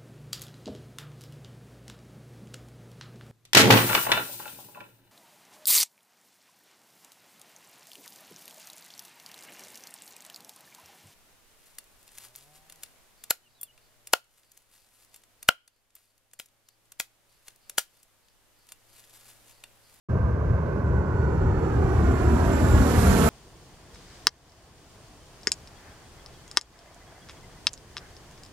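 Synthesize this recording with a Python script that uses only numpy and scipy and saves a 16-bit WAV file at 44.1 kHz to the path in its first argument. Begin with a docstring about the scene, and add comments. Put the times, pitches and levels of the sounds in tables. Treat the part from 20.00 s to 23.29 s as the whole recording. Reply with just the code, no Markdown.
"""After a moment of silence the sound opens on a twin-engined airliner coming in low over a town.
Its roar, filtered noise, swells and brightens as the range shrinks; the ground echo sweeps a comb through it.
Two fans whine slightly out of tune, as flickering sine partials that turn stronger near the microphones.
Throughout lie an uneven rumble and a town hiss, both of noise, and a faint hum of two wavering sines."""
import sys
import numpy as np
from scipy import signal
from scipy.fft import rfft, irfft
from scipy.io import wavfile
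from scipy.ndimage import uniform_filter1d, map_coordinates

SR = 44100
rng = np.random.default_rng(int(sys.argv[2]) if len(sys.argv) > 2 else 0)


def log_audio(samples):
    """Write samples as a 16-bit WAV file to the path given in sys.argv[1]."""
    # one column per channel
    frames = np.atleast_2d(samples).T
    # limit to full scale, then quantise
    limited = np.clip(frames, -1, 1)
    pcm = np.round(limited * 32767).astype(np.int16)
    wavfile.write(sys.argv[1], SR, pcm)


N = 145089

# tone of the jet and airframe noise, only its shape counts: pitch_hz [Hz], level_db [dB per Hz]
ROAR_TONE = [(25, -41), (60, -2), (120, 1), (220, -2.5), (400, -4), (600, -8.5), (1000, -9), (1500, -10.5),
             (2000, -17.5), (3200, -23.5), (5000, -24.5), (7200, -24.5), (9500, -26.5), (11700, -24),
             (14000, -31.5)]
# loss to the air and the engines' beaming, on top of spreading: pitch_hz [Hz], loss_db [dB per 100 m]
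PATH_LOSS = [(100, 0), (180, -6.5), (260, -4), (500, 2.5), (1000, 3.5), (1400, 5), (2000, 15), (4000, 29.5),
             (7000, 31.5), (13000, 49.5)]
# push on the roar's low mids: start_s [s], level_db [dB]
LOW_MIDS_LEVEL = [(0, -4), (1.0, 1), (2.1, 1.5), (2.8, 1), (3.29, 3)]
LOW_MIDS_HZ = 213  # centre of the push
ROAR_DB = -20  # at the near range, before the echoes
SWELL_DB, SWELL_PER_S = 0.19, 6.47
SHIMMER_DB, SHIMMER_PER_S = .9, 40


def roar(t):
    """Jet and airframe turbulence; eddies on the path make each band shimmer."""
    hz, frame_s, frames = signal.stft(air_noise(ROAR_TONE), SR, nperseg=512)
    band_hz = np.geomspace(100, 14000, 14)
    eddies = np.array([np.interp(frame_s, t, walk(SHIMMER_PER_S)) for _ in band_hz])
    shimmer = np.array([np.interp(hz, band_hz, eddy) for eddy in eddies.T]).T
    octaves_away = np.log2(np.maximum(hz, 1) / LOW_MIDS_HZ)
    low_mids_db = np.outer(np.exp(-octaves_away ** 2), curve(LOW_MIDS_LEVEL, frame_s))
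    approach_db = path_db(by_pitch(PATH_LOSS, hz)[:, None], frame_s)
    gain = undb(approach_db + low_mids_db + SHIMMER_DB * shimmer)
    x = signal.istft(frames * gain, SR)[1][:, :N]
    return x * undb(ROAR_DB + SWELL_DB * walk(SWELL_PER_S))


# blade-passing rate of the slower fan as heard, before its wander: start_s [s], pitch_hz [Hz]
FAN_PITCH = [(0, 1575), (.8, 1528), (1.05, 1486), (1.35, 1459), (1.7, 1454), (2.25, 1450), (2.7, 1442),
             (3.29, 1416)]
# speed of each fan against the slower one: ratio [no unit]
FAN_SPEEDS = [1, 1.017]
# partials of the whine, each with a lobe from the intake that sweeps over the listener:
# fan [0 or 1], multiple [of its blade rate], level_db [dB at the near range, before WHINE_DB],
# loss_db [dB per 100 m], lobe_range_m [m], lobe_db [dB]
WHINE_PARTIALS = [(0, 1, -43.5, 0, 129, 7), (0, 2.96, -51, 20, 123, 9), (0, 4, -47.5, 19, 70, 1),
                  (0, 5, -43.5, 24, 96, 2), (0, 6, -46.5, 46, 80, 0), (0, 7, -50, 40, 69, 4),
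                  (0, 8, -46, 51, 68, 4), (1, 1, -48, 0, 130, 0), (1, 4, -52, 20, 80, 1),
                  (1, 5, -39.5, 39, 81, 5), (1, 6, -46.5, 38, 59, 5), (1, 7, -51, 45, 60, 2),
                  (1, 8, -48, 53, 60, 0)]
# forward beaming of the upper partials, which come in as the aircraft nears: range_m [m], level_db [dB]
INTAKE_BEAM = [(129, 0), (135, -3), (141, -8), (148, -18)]
LOBE_WIDTH_M = 8
WHINE_FLICKER_DB, WHINE_FLICKER_PER_S = 2.8, 26
WHINE_WANDER, WHINE_JITTER = .001, .0012  # slow and fast drift, as shares of the pitch
HAZE_DB, HAZE_PER_S = -15, 330  # level against the blade tone; higher multiples get more
WHINE_DB = -0.8  # trim of the whole whine


def whine(t):
    """Blade tones of two fans; each partial swells in its lobe, flickers and frays into a narrow haze."""
    out, range_m = np.zeros((2, N)), curve(RANGE_M, t)
    phases = []
    for ratio in FAN_SPEEDS:
        drift = 1 + WHINE_WANDER * walk(12) + WHINE_JITTER * walk(160)
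        phases.append(2 * np.pi * np.cumsum(curve(FAN_PITCH, t) * ratio * drift) / SR)
    for fan, multiple, level_db, loss_db, lobe_m, lobe_db in WHINE_PARTIALS:
        beam_db = lobe_db * np.exp(-((range_m - lobe_m) / LOBE_WIDTH_M) ** 2)
        if multiple > 1:
            beam_db = beam_db + curve(INTAKE_BEAM, range_m)
        flicker_db = WHINE_FLICKER_DB * walk(WHINE_FLICKER_PER_S)
        gain = undb(level_db + beam_db + path_db(loss_db, t) + flicker_db)
        tone = gain * np.exp(1j * multiple * phases[fan])
        for side in range(2):
            # turbulence scatters a separate haze into each channel
            scatter = walk(HAZE_PER_S) + 1j * walk(HAZE_PER_S)
            haze = undb(HAZE_DB) * np.sqrt(multiple) * scatter
            out[side] += np.imag(tone * (1 + haze))
    return out * undb(WHINE_DB)


# approach of the aircraft: start_s [s], range_m [m]
RANGE_M = [(0, 150), (.5, 144.7), (1.0, 135.6), (1.5, 122.3), (2.0, 101.7), (2.5, 84.5), (2.8, 75.7),
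           (3.0, 64.4), (3.29, 59.1)]
NEAR_M = 60  # range at which path_db is 0 dB


def path_db(loss_db, t):
    """Spreading and loss per 100 m on the way down, against the near range."""
    range_m = curve(RANGE_M, t)
    return -20 * np.log10(range_m / NEAR_M) - loss_db * (range_m - NEAR_M) / 100


ALTITUDE_M, EAR_M = 30.04, 1.554  # heights of aircraft and listener
GROUND_SHARE, GROUND_HZ = .52, 2180  # gain of the ground echo, and where it dulls
WALL_SHARE, WALL_S, WALL_HZ = .33, .0259, 700  # gain, lag and dulling of the house front


def over_ground(x, t):
    """The ground echo lags more as the aircraft climbs in the sky; a house front returns the lows."""
    lag_s = 2 * EAR_M * ALTITUDE_M / curve(RANGE_M, t) / 343  # speed of sound in m/s
    ground = GROUND_SHARE * echo(x, lag_s, GROUND_HZ)
    wall = WALL_SHARE * echo(x, WALL_S, WALL_HZ)
    return x + ground + wall


def echo(x, lag_s, hz):
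    """A late copy, dulled above hz."""
    t = np.arange(N) / SR
    dull = irfft(rfft(x) / np.hypot(1, np.fft.rfftfreq(N, 1 / SR) / hz), N)
    return np.array([np.interp(t - lag_s, t, side) for side in dull])


# tone of the rumble, only its shape counts: pitch_hz [Hz], level_db [dB per Hz]
RUMBLE_TONE = [(18, -60), (28, -43), (43, -8.5), (56, -10.5), (69, 3.5), (82, -1), (95, -4.5), (116, -4),
               (135, -12.5), (180, -10.5), (260, -23), (800, -92.5)]
# bed under the surges: start_s [s], level_db [dB]
RUMBLE_BED = [(0, -22.5), (.8, -33.5), (1.8, -28.5), (3.29, -25.5)]
# surges of the rumble: peak_s [s], half_length_s [s], level_db [dB]
RUMBLE_SURGES = [(.16, 0.019, -29.5), (0.252, 0.018, -20.5), (0.518, 0.034, -20), (0.95, 0.058, -21.5),
                 (1.22, 0.049, -23), (1.454, 0.051, -19.5), (1.582, 0.015, -23.5), (1.772, .02, -20),
                 (1.852, 0.021, -20), (2.039, 0.082, -19.5), (2.265, 0.03, -18.5), (2.345, 0.017, -18.5),
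                 (2.473, 0.065, -21.5), (2.64, 0.023, -18.5), (2.744, 0.035, -15.5), (2.809, 0.024, -15),
                 (2.985, 0.026, -16.5), (3.094, 0.037, -15.5)]


def rumble(t):
    """Deep noise, evened out and then shaped by bell-shaped surges of power over a drifting bed."""
    x = over_ground(air_noise(RUMBLE_TONE), t)
    running_level = np.sqrt(uniform_filter1d(x[0] ** 2, size=2400))
    power = undb(curve(RUMBLE_BED, t)) ** 2
    for peak_s, half_s, level_db in RUMBLE_SURGES:
        power = power + undb(level_db) ** 2 * np.exp(-((t - peak_s) / half_s) ** 2)
    return x / running_level * np.sqrt(power)


# partials of the hum, against its level: pitch_hz [Hz], level_db [dB]
HUM_PARTIALS = [(386, 1), (766, -14)]
# ride of the whole hum: start_s [s], level_db [dB]
HUM_RIDE = [(0, -50.5), (1.0, -38.5), (1.8, -36.5), (2.4, -30.5), (3.29, -36.5)]


def hum(t):
    """A faint drone and its near-octave, each wavering in level and phase."""
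    tones = np.zeros(N)
    for pitch_hz, level_db in HUM_PARTIALS:
        gain = undb(level_db + 1.6 * walk(17))
        tones += gain * np.sin(2 * np.pi * pitch_hz * t + 0.54 * walk(16))
    return tones * undb(curve(HUM_RIDE, t))


# tone of the town hiss, only its shape counts: pitch_hz [Hz], level_db [dB per Hz]
TOWN_TONE = [(100, 8.5), (650, 2.5), (1000, 6), (2000, -5.5), (2600, -8), (3200, -19), (5000, -16),
             (6800, -18), (8500, -29), (12000, -24.5), (14000, -35)]
TOWN_DB = -46
TOWN_FLICKER_DB, TOWN_FLICKER_PER_S = .7, 18


def town():
    """Distant hiss of coloured noise that wavers a little."""
    gain = undb(TOWN_DB + TOWN_FLICKER_DB * walk(TOWN_FLICKER_PER_S))
    return gain * air_noise(TOWN_TONE)


# likeness of the two channels: pitch_hz [Hz], correlation [-1 to 1]
STEREO_LIKENESS = [(70, 1), (130, 0.96), (300, 0.91), (650, 0.73), (1300, 0.78), (2800, 0.16)]


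def air_noise(rows):
    """Coloured stereo noise of rms 1, alike in the bass and nearly unrelated in the treble."""
    alike = np.clip(by_pitch(STEREO_LIKENESS, np.fft.rfftfreq(N, 1 / SR)), -1, 1)
    mid, side = rfft(rng.standard_normal((2, N))) * np.sqrt([1 + alike, 1 - alike])
    x = colour(irfft(np.array([mid + side, mid - side]), N), rows)
    return x / x.std()


def walk(rate):
    """Smooth random drift with a spread near 1, through rate random knots a second."""
    knots, at = rng.standard_normal(2048), np.linspace(0, N, 4096)
    drift = map_coordinates(knots, [at / SR * rate], order=2, mode="mirror")
    return np.interp(np.arange(N), at, drift)


def colour(x, rows):
    """Filter by a table of (Hz, dB)."""
    return irfft(rfft(x) * undb(by_pitch(rows, np.fft.rfftfreq(N, 1 / SR))), N)


def by_pitch(rows, hz):
    """Straight lines through (Hz, value) rows on a log axis."""
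    f, v = np.array(rows, float).T
    return np.interp(np.log(np.maximum(hz, 1)), np.log(f), v)


def curve(rows, t):
    """Straight lines through rows of (position, value)."""
    return np.interp(t, *np.array(rows, float).T)


def undb(db):
    """Decibels to gain."""
    return 10 ** (np.asarray(db) / 20)


def scene():
    """The aircraft over the ground, with a rumble, a hum and the town."""
    t = np.arange(N) / SR
    aircraft = over_ground(roar(t) + whine(t), t)
    return aircraft + rumble(t) + hum(t) + town()


# muffling of the left microphone against the right: pitch_hz [Hz], level_db [dB]
LEFT_TONE = [(150, 0.5), (370, -2.7), (670, -2), (1220, -9.5), (2230, -7.5), (4000, -13.5), (7400, -28.5),
             (10000, -26), (13000, -14.5)]
# phase shift of that muffling, negative is late: pitch_hz [Hz], phase_rad [radians]
LEFT_SHIFT = [(20, 1), (70, -0.25), (130, -0.22), (300, -.66), (650, -0.97), (1300, -1.2), (2800, -1.1)]
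START_S, OPEN_S = 0.086, 0.01  # silence, then length of the fade-in
TOP_HZ = 14250


def record(dry):
    """The left microphone is dull and mostly late; the sound opens after a moment and the top is cut."""
    phase = by_pitch(LEFT_SHIFT, np.fft.rfftfreq(N, 1 / SR))
    shifted = irfft(rfft(dry[0]) * np.exp(1j * phase), N)
    x = np.array([colour(shifted, LEFT_TONE), dry[1]])
    x = x * np.clip((np.arange(N) / SR - START_S) / OPEN_S, 0, 1)
    return signal.sosfilt(signal.ellip(12, .2, 90, TOP_HZ, fs=SR, output="sos"), x)


dry = scene()
out = record(dry)
log_audio(out)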